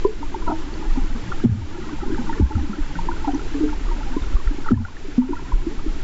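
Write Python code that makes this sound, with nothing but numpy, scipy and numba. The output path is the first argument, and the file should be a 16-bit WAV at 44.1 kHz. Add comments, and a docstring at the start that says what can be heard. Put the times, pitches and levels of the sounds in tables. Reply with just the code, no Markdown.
"""Among rocks in shallow lake water: small waves wash, heard by a camera under the surface.
Trapped air rings as gliding, decaying sines: small bubbles plink, large pockets gulp and knock.
Surges thump the housing as low decaying sines; behind them are random faint bubbles,
a slow swell and a thin hiss of shaped noise. A limiter ducks the peaks and recovers slowly."""
import sys
import numpy as np
from scipy import signal
from scipy.fft import rfft, irfft
from scipy.io import wavfile
from numba import njit

SR = 44100
rng = np.random.default_rng(int(sys.argv[2]) if len(sys.argv) > 2 else 0)


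def master_out(mix):
    """Clip the mix to full scale and print it as 16-bit PCM to the path in sys.argv[1]."""
    frames = np.transpose(np.atleast_2d(mix))
    ceiling = np.clip(frames, -1, 1)
    pcm = np.round(ceiling * 32767).astype(np.int16)
    wavfile.write(sys.argv[1], SR, pcm)


N = 265923
T = np.arange(N) / SR


def undb(db):
    """Convert dB to an amplitude factor."""
    return 10 ** (np.asarray(db) / 20)


def level(x, db):
    """Normalize to unit rms, then apply a fixed or time-varying level."""
    return x * undb(db) / np.sqrt(np.mean(x ** 2))


def add(out, start_s, sound):
    """Mix a sound in at its start time, cut at the end of the scene."""
    i = int(max(start_s, 0) * SR)
    out[i:i + len(sound)] += sound[:max(N - i, 0)]


def walk(rate_hz):
    """Random wander: Gaussian points joined by straight lines, spread near 1."""
    return 1.2 * np.interp(T * rate_hz, np.arange(1024), rng.standard_normal(1024))


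def noise(points):
    """Gaussian noise shaped by (frequency [Hz], relative level [dB]) points over log frequency."""
    hz, db = np.transpose(points)
    bins_hz = np.maximum(np.arange(N // 2 + 1) * SR / N, 1)
    shape = undb(np.interp(np.log(bins_hz), np.log(hz), db))
    return irfft(rfft(rng.standard_normal(N)) * shape, N)


def decay(t, t60):
    """Exponential decay, 60 dB down after t60."""
    return np.exp(-np.log(1000) * t / t60)


def ring(hz, t60, glide, base_rise_s, sings=False):
    """Trapped air pulsates: it swells as the pocket closes, then decays while its pitch glides and settles."""
    # a singing bubble keeps a soft, longer ring once its first strong swing is spent
    afterring_db, stretch, longest_s = -12.5, 3.2, 0.51
    last_t60 = max(t60, min(t60 * stretch, longest_s)) if sings else t60
    t = np.arange(int(1.5 * last_t60 * SR)) / SR
    # glide = share of pitch gained over one t60
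    phase = 2 * np.pi * hz * np.cumsum(1 + glide * np.minimum(t / t60, 1)) / SR
    rise_s = base_rise_s + 0.042 * t60  # longer rings swell more slowly
    swelling = 1 - np.exp(-(t / rise_s) ** 2)
    afterring = sings * undb(afterring_db) * decay(t, last_t60)
    envelope = np.hypot(decay(t - rise_s, t60), afterring)
    return swelling * envelope * np.sin(phase)


def rings(table, base_rise_s):
    """Sum pulsations: (time [s], pitch [Hz], level [dB], t60 [s], glide [share of pitch])."""
    out = np.zeros(N)
    for start_s, hz, db, t60, glide in table:
        add(out, start_s, undb(db) * ring(hz, t60, glide, base_rise_s))
    return out


def alike(table, glide, base_rise_s):
    """Sum pulsations (time [s], pitch [Hz], level [dB], t60 [s]) that share one glide."""
    return rings([(*row, glide) for row in table], base_rise_s)


def swarm(sizes, spread_db, cycles, count):
    """Bubbles at random moments, most faint and a few louder; each takes the given cycles to decay 60 dB."""
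    out = 0
    for hz, width, db in sizes:
        when, luck = rng.random((count, 2)).T
        pitch_hz = hz * np.exp(width * np.clip(rng.standard_normal(count), -2.2, 2.2))
        relative_db = spread_db * np.minimum(-np.log(luck), 3)
        rows = zip(when * N / SR, pitch_hz, relative_db, cycles / pitch_hz)
        out = out + level(alike(rows, glide=0.096, base_rise_s=0.0034), db)
    return out


def strays(hz, width, spread_db, cycles, count):
    """Little bubbles pinch off nearby at random moments; each takes the given cycles to decay 60 dB."""
    when, size, weakness = rng.random((count, 3)).T
    pitch_hz = hz * np.exp(width * (2 * size - 1))
    rows = zip(when * N / SR, pitch_hz, -spread_db * weakness, cycles / pitch_hz)
    return alike(rows, glide=0.022, base_rise_s=0.0022)


def wash():
    """Water working along the rocks keeps shedding faint bubbles, a few of them close by."""
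    # how busy the wash is: (time [s], large faint bubbles [dB], small faint bubbles [dB])
    activity = [(0.0, -39, -51.5), (0.4, -37, -46), (1.24, -35.5, -45), (1.41, -36.5, -42),
                (1.61, -39.5, -50.5), (1.81, -32, -38.5), (1.96, -31, -43.5), (2.23, -32.5, -42),
                (2.6, -36.5, -43), (2.82, -38.5, -46), (3.12, -37, -42.5), (3.83, -39, -46.5),
                (4.26, -39, -46.5), (4.7, -38.5, -46.5), (4.82, -51.5, -42.5), (5.06, -38, -52.5),
                (5.2, -43, -46.5), (5.3, -42, -43.5), (5.45, -35, -44.5), (6.03, -36.5, -49.5)]
    # spread of the large bubbles: (middle pitch [Hz], width [log pitch], relative level [dB])
    large_sizes = [(311.6, 0.1645, 5), (184.3, 0.27, -1.5)]
    # spread of the small bubbles: (middle pitch [Hz], width [log pitch], relative level [dB])
    small_sizes = [(885.6, .09, -5.5), (1357.5, .16, -5.5)]
    near_over_small_db = 6  # loudest nearby plinks
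    times_s, *columns = np.transpose(activity)
    large_db, small_db = (np.interp(T, times_s, column) for column in columns)
    large = level(swarm(large_sizes, spread_db=2.0, cycles=38.5, count=800), large_db)
    small = level(swarm(small_sizes, spread_db=2.5, cycles=60.5, count=800), small_db)
    near = strays(hz=1240, width=0.47, spread_db=12.5, cycles=24, count=40)
    return large + small + near * undb(small_db + near_over_small_db)


def swell():
    """Slow swell: low-frequency noise whose level wanders."""
    # swell spectrum: (frequency [Hz], relative density [dB per Hz])
    spectrum = [(4, -8.5), (11, 4.5), (20, -5), (38, -11.5), (60, -17.5), (110, -28), (200, -35),
                (500, -61)]
    return level(noise(spectrum) * undb(walk(rate_hz=4)), db=-21.5)


def hiss():
    """Thin hiss: broad noise whose level flutters slightly."""
    # hiss spectrum: (frequency [Hz], relative density [dB per Hz])
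    spectrum = [(100, -0.5), (500, 2), (750, -1.5), (1100, -3), (2000, -2.5), (3000, -5.5), (4500, -10),
                (7500, -14)]
    return level(noise(spectrum) * undb(0.5 * walk(rate_hz=17)), db=-40.5)


def bubbles():
    """Clear bubbles plink, many bending in pitch as they move; the large ones sing on softly."""
    # bubbles that stand out: (time [s], pitch [Hz], level [dB], t60 [s], glide [share of pitch per t60])
    clear = [ (0.045, 1005, -13.5, 0.062, -0.017), (0.049, 382.7, 1.5, 0.043, 0.1),
             (.064, 430, -9.5, 0.07, 0.033), (.071, 4600, -33, .01, 0), (.2, 295, -24, 0.22, -0.15),
             (0.227, 923, -18.5, 0.031, -0.027), (0.343, 905, -13.5, 0.029, -0.036),
             (0.359, 352, -21.5, 0.059, 0.022), (0.42, 1026, -25, 0.037, -0.12), (.419, 1400, -31, .02, 0),
             (.463, 980, -22, .07, -0.031), (0.476, 945, -15, 0.087, -0.022),
             (0.494, 995, -22, .035, -0.067), (.474, 318, -15, 0.016, -0.057),
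             (.475, 1380, -19, 0.042, -0.2), (.476, 654, -21, 0.05, 0.018), (.495, 385, -21, .025, 0),
             (.497, 710, -20, 0.051, -0.14), (0.509, 1304, -24, 0.041, 0.038),
             (.503, 830, -22, .04, -0.085), (.515, 920, -15, 0.038, 0.026), (.519, 637, -25.5, 0.11, .1),
             (.538, 930, -31.5, 0.067, -0.097), (.517, 299.5, -14.5, 0.119, 0.28),
             (.615, 1030, -34, 0.047, -0.13), (0.738, 4500, -32, .011, 0), (0.794, 298, -26, 0.064, 0.46),
             (.822, 870, -31.5, 0.085, -0.2), (.854, 844, -29, 0.05, 0.0056),
             (.956, 955, -29, 0.042, -0.067), (0.971, 267, -10.5, 0.061, -0.04),
             (.974, 820, -29.5, 0.1, -0.082), (1.15, 233, -24, 0.11, 0.17),
             (1.317, 1394, -17.5, 0.035, -0.068), (1.319, 1190, -22.5, 0.027, 0),
             (1.319, 1012, -29, .02, -0.038), (1.398, 1314, -29, .025, 0), (1.581, 311, -26.5, 0.078, 0.31),
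             (1.618, 930, -30.5, 0.036, -.05), (1.779, 346, -23.5, 0.11, 0.00078),
             (1.985, 790, -28, 0.033, 0.22), (2.012, 1310, -27, 0.033, -0.007),
             (2.02, 310, -18.5, 0.055, 0.27), (2.03, 814, -25, 0.068, 0.038),
             (2.118, 282.3, -14, 0.093, 0.86), (2.116, 1572, -31, .022, 0), (2.144, 1390, -26, .016, 0.11),
             (2.145, 1620, -25.5, 0.012, 0.057), (2.178, 920, -22, .04, -0.35),
             (2.185, 244, -14.5, 0.1, -0.027), (2.217, 840, -30, 0.047, -0.051),
             (2.274, 290, -21.5, 0.12, 0.39), (2.292, 907, -16, 0.048, 0.03), (2.293, 1938, -30, .018, 0),
             (2.295, 1378, -30, .018, 0), (2.329, 1780, -25.5, 0.024, 0.12),
             (2.326, 1360, -23, 0.019, 0.035), (2.378, 1357, -30.5, .025, 0.1),
             (2.415, 910, -24.5, .03, -0.13), (2.506, 866, -20.5, 0.071, 0.026),
             (2.506, 345, -18.5, .04, -0.24), (2.52, 1357, -25.5, .022, 0), (2.551, 1335, -24, .024, 0),
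             (2.578, 824, -27, 0.061, -0.076), (2.624, 311.5, -17.5, 0.14, -0.29),
             (2.692, 212, -15.5, 0.11, -0.18), (2.730, 1355, -23, 0.037, -0.021),
             (2.782, 305, -15.5, 0.086, -0.12), (2.865, 144, -32.5, 0.57, -0.0043),
             (2.939, 168, -27.5, 0.43, 0.16), (2.953, 1425, -22.5, 0.021, 0.17),
             (2.987, 937, -15.5, 0.033, -0.052), (3.086, 342, -19.5, .12, -0.061),
             (3.086, 937, -11, 0.025, 0.049), (3.114, 1435, -20.5, 0.017, 0),
             (3.163, 1430, -28.5, 0.018, 0), (3.243, 885, -17.5, 0.042, -0.0036),
             (3.270, 297.4, -11.5, 0.13, -0.14), (3.274, 900, -19, 0.026, 0.18),
             (3.276, 1360, -28.5, .04, -0.021), (3.277, 785, -14.5, 0.064, -0.011),
             (3.281, 714, -20.5, 0.084, 0.088), (3.333, 281, -15.5, 0.045, 0),
             (3.345, 295, -11, .07, 0.059), (3.341, 963, -24.5, 0.029, -0.04),
             (3.318, 3000, -31.5, 0.012, 0.081), (3.345, 5750, -32.5, .0078, 0.11),
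             (3.352, 885, -29.5, 0.037, -0.19), (3.393, 1360, -26.5, 0.029, -0.0036),
             (3.415, 430, -29, 0.044, 0.075), (3.537, 290.6, -16, 0.21, -0.16),
             (3.541, 1701, -28.5, 0.017, 0), (3.545, 438, -27.5, 0.11, -0.034),
             (3.603, 332, -10.5, 0.091, -0.3), (3.618, 299.7, -11, 0.33, 0.015),
             (3.631, 448, -19, 0.13, -0.12), (3.687, 1410, -29, 0.046, -.05),
             (3.726, 905, -23, .045, -0.08), (3.87, 332, -27, 0.21, 0.14), (3.887, 1156, -24, 0.019, -0.12),
             (3.910, 946, -23, 0.081, -0.045), (4.004, 886, -26.5, 0.06, -0.11),
             (4.029, 1420, -29, 0.029, -0.16), (4.06, 777, -33, 0.14, 0.22),
             (4.10, 256, -26.5, 0.16, -0.049), (4.131, 899, -29, 0.092, 0.15),
             (4.165, 307, -7, 0.022, -0.022), (4.172, 300, -20.5, 0.061, 0),
             (3.981, 603, -30, 0.028, 0.067), (4.166, 1036, -26, 0.073, -0.11),
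             (4.220, 3620, -32.5, 0.016, -0.027), (4.237, 1405, -31.5, 0.022, 0),
             (4.365, 1134, -21.5, 0.022, .06), (4.398, 1114, -26, .025, 0),
             (4.472, 1390, -25, 0.026, -0.083), (4.473, 1900, -27.5, 0.016, -0.051),
             (4.506, 287, -17, 0.076, 0.045), (4.543, 282, -20.5, 0.029, 0.22),
             (4.583, 317, -15.5, 0.026, -0.16), (4.66, 893, -22, 0.026, 0.031),
             (4.659, 1320, -24.5, .035, 0.068), (4.672, 865, -22, .028, -0.028),
             (4.678, 1900, -29, 0.022, 0), (4.686, 1320, -12, 0.016, 0.017),
             (4.713, 1350, -20.5, .014, -0.091), (4.718, 770, -20.5, .015, 0.11),
             (4.74, 1760, -24, .03, -.06), (4.773, 990, -20, .03, 0.033),
             (4.849, 1454, -14.5, 0.022, -0.087), (4.882, 1038, -24, 0.021, 0.042),
             (4.966, 1800, -23.5, 0.016, -0.019), (5.045, 390, -23.5, .06, -.05),
             (5.08, 305, -23, 0.097, -.08), (5.1773, 245.2, 2, 0.13, 0.088),
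             (5.179, 149, -13, 0.019, -0.33), (5.216, 935, -22.5, 0.065, -0.17),
             (5.287, 362, -13.5, .091, -0.18), (5.302, 290.5, -9, 0.063, -0.1),
             (5.323, 304, -12.5, 0.044, -0.074), (5.32, 1410, -30.5, .035, -0.11),
             (5.330, 960, -14, 0.043, 0.0043), (5.353, 1895, -31, .018, 0), (5.288, 945, -29, .025, 0),
             (5.364, 1395, -23.5, 0.05, -0.06), (5.393, 910, -24, 0.016, 0.25),
             (5.449, 940, -31, 0.039, 0.17), (5.519, 1022, -17, 0.034, -0.19),
             (5.665, 296, -9, 0.066, 0.54), (5.71, 313, -21.5, 0.093, -0.5), (5.79, 1200, -29, 0.027, 0),
             (5.860, 320, -13.5, 0.06, -0.046)]
    sings_below_hz = 600
    out = np.zeros(N)
    for start_s, hz, db, t60, glide in clear:
        sound = ring(hz, t60, glide, base_rise_s=0.0022, sings=hz < sings_below_hz)
        add(out, start_s, undb(db) * sound)
    return out


def gurgles(width, t60, count):
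    """Each breaking wavelet sheds a quick crowd of alike, overlapping bubbles."""
    # breaking wavelets: (time [s], length [s], middle pitch [Hz], rms level over the length [dB])
    wavelets = [(.475, 0.058, 710, -36), (.48, 0.028, 267, -25.5), (.474, 0.047, 1245, -39),
                (.82, 0.031, 832, -42), (1.22, 0.071, 130, -31), (2.02, 0.15, 334, -33),
                (2.531, 0.067, 286, -32.5), (3.279, 0.11, 343, -36.5), (3.28, 0.11, 1334, -50),
                (3.598, 0.072, 249, -36), (4.641, 0.045, 1296, -36.5), (5.33, 0.18, 135, -41)]
    out = np.zeros(N)
    for start_s, length_s, hz, db in wavelets:
        when, size = rng.random((count, 2)).T
        times_s = start_s + length_s * when
        pitch_hz = hz * np.exp(width * (2 * size - 1))
        rows = [(s, p, 0, t60) for s, p in zip(times_s, pitch_hz)]
        cloud = alike(rows, glide=0.037, base_rise_s=0.0009)
        out += cloud * undb(db) / np.sqrt(np.sum(cloud ** 2) / (length_s * SR))
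    return out


def surges():
    """Surges shove the housing: low thumps that fall in pitch."""
    # shoves: (time [s], pitch [Hz], level [dB], t60 [s])
    shoves = [(.855, 23.1, -5.5, 0.41), (.975, 23.9, -9, 0.65), (2.80, 22, -7.5, 0.13),
              (3.815, 30.9, -10, 0.61), (4.215, 33.2, -8.5, 0.039), (4.340, 33.4, 0, 0.087),
              (4.465, 29.3, 0.5, 0.11), (5.523, 30.5, 0, 0.22), (5.865, 30, -9, 0.18)]
    return alike(shoves, glide=-0.29, base_rise_s=0.0079)


def gulps():
    """A pocket snaps shut, then empties in uneven jolts; each knocks and booms the cavity, mostly falling."""
    # large air pockets snap shut under the rocks: time [s]
    snaps_s = [1.4375, 2.3965, 4.7062]
    # jolts in which the squeezed pockets empty: (time [s], knock pitch [Hz], knock level [dB],
    # cavity delay [s], cavity pitch [Hz], cavity level [dB], cavity t60 [s],
    # cavity glide [share of pitch per t60])
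    jolts = [(1.4441, 238.6, 1, 0.01, 123, 1, 0.075, -.05),
             (1.4877, 218, -12.5, -0.000017, 119, -4.5, 0.087, -.03),
             (1.5146, 197, -18, -.0025, 98.4, -4, .13, -0.4),
             (1.544, 227, -18, 0.023, 111, -13, 0.14, -0.4),
             (1.606, 280, -28, .0034, 85, -15.5, .22, -0.29),
             (2.3998, 284, -13.5, .0022, 99, -1.5, 0.082, -0.68),
             (2.415, 203, -7, .0057, 61.7, -1, 0.18, 0.074),
             (2.562, 231, -14, -.014, 85.2, -5.5, 0.14, 0.018),
             (2.602, 255, -19, -0.0187, 68.4, -11.5, 0.24, -0.062),
             (4.7155, 238, 5, 0.013, 106, 3.5, 0.062, -0.33),
             (4.7371, 274, -9.5, .0206, 102.5, -2, 0.17, -0.52),
             (4.799, 239, -11.5, -.027, 93, -1, 0.18, -0.1)]
    neck_hz, neck_db, neck_t60_s = 326, -6.5, 0.03  # the snap as a pocket closes
    knock_t60_s, glide = 0.08, -0.15  # squeezed air; glide shared by snap and knock
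    rows = [(s, neck_hz, neck_db, neck_t60_s, glide) for s in snaps_s]
    for start_s, knock_hz, knock_db, cavity_delay_s, *cavity in jolts:
        rows.append((start_s, knock_hz, knock_db, knock_t60_s, glide))
        rows.append((start_s + cavity_delay_s, *cavity))
    return rings(rows, base_rise_s=0.0028)


def crevices(x, t60, wet_db, dull_hz):
    """The lows linger briefly between rocks and surface: low-passed sound through a decaying noise tail."""
    t = np.arange(SR // 3) / SR
    tail = rng.standard_normal(len(t)) * decay(t, t60) * (t > 0.004)
    tail /= np.linalg.norm(tail)
    dull = signal.sosfilt(signal.butter(1, dull_hz, fs=SR, output="sos"), x)
    return x + undb(wet_db) * signal.fftconvolve(dull, tail)[:N]


def scene():
    """Bubbles and gulps among the rocks, over the wash, surges, swell and hiss."""
    air = bubbles() + gurgles(width=0.16, t60=0.048, count=14) + gulps()
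    air = crevices(air, t60=0.29, wet_db=-15, dull_hz=700)
    return (wash() + swell() + hiss() + air + surges())[None]


@njit
def duck(over_db, attack, release):
    """Gain reduction in dB: it rises fast with each overshoot and creeps back."""
    out, held_db = np.empty(len(over_db)), 0.
    for i in range(len(over_db)):
        rate = attack if over_db[i] > held_db else release
        held_db += (over_db[i] - held_db) * rate
        out[i] = held_db
    return out


def limiter(x, ceiling_db, attack_s, release_s):
    """Hold the peaks near the ceiling, looking ahead by the attack time."""
    over_db = np.maximum(20 * np.log10(np.abs(x) + 1e-9) - ceiling_db, 0)
    reduction_db = duck(over_db, 1 / (attack_s * SR), 1 / (release_s * SR))
    return x * undb(-np.interp(T + attack_s, T, reduction_db))


def record(dry):
    """The camera limits the peaks, then cuts the top with a steep low-pass."""
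    top_hz = 7600
    held = limiter(dry[0], ceiling_db=-7.0, attack_s=0.00044, release_s=0.27)
    low_pass = signal.ellip(12, 0.2, 60, top_hz, fs=SR, output="sos")
    return signal.sosfilt(low_pass, held)[None]


dry = scene()
out = record(dry)
master_out(out)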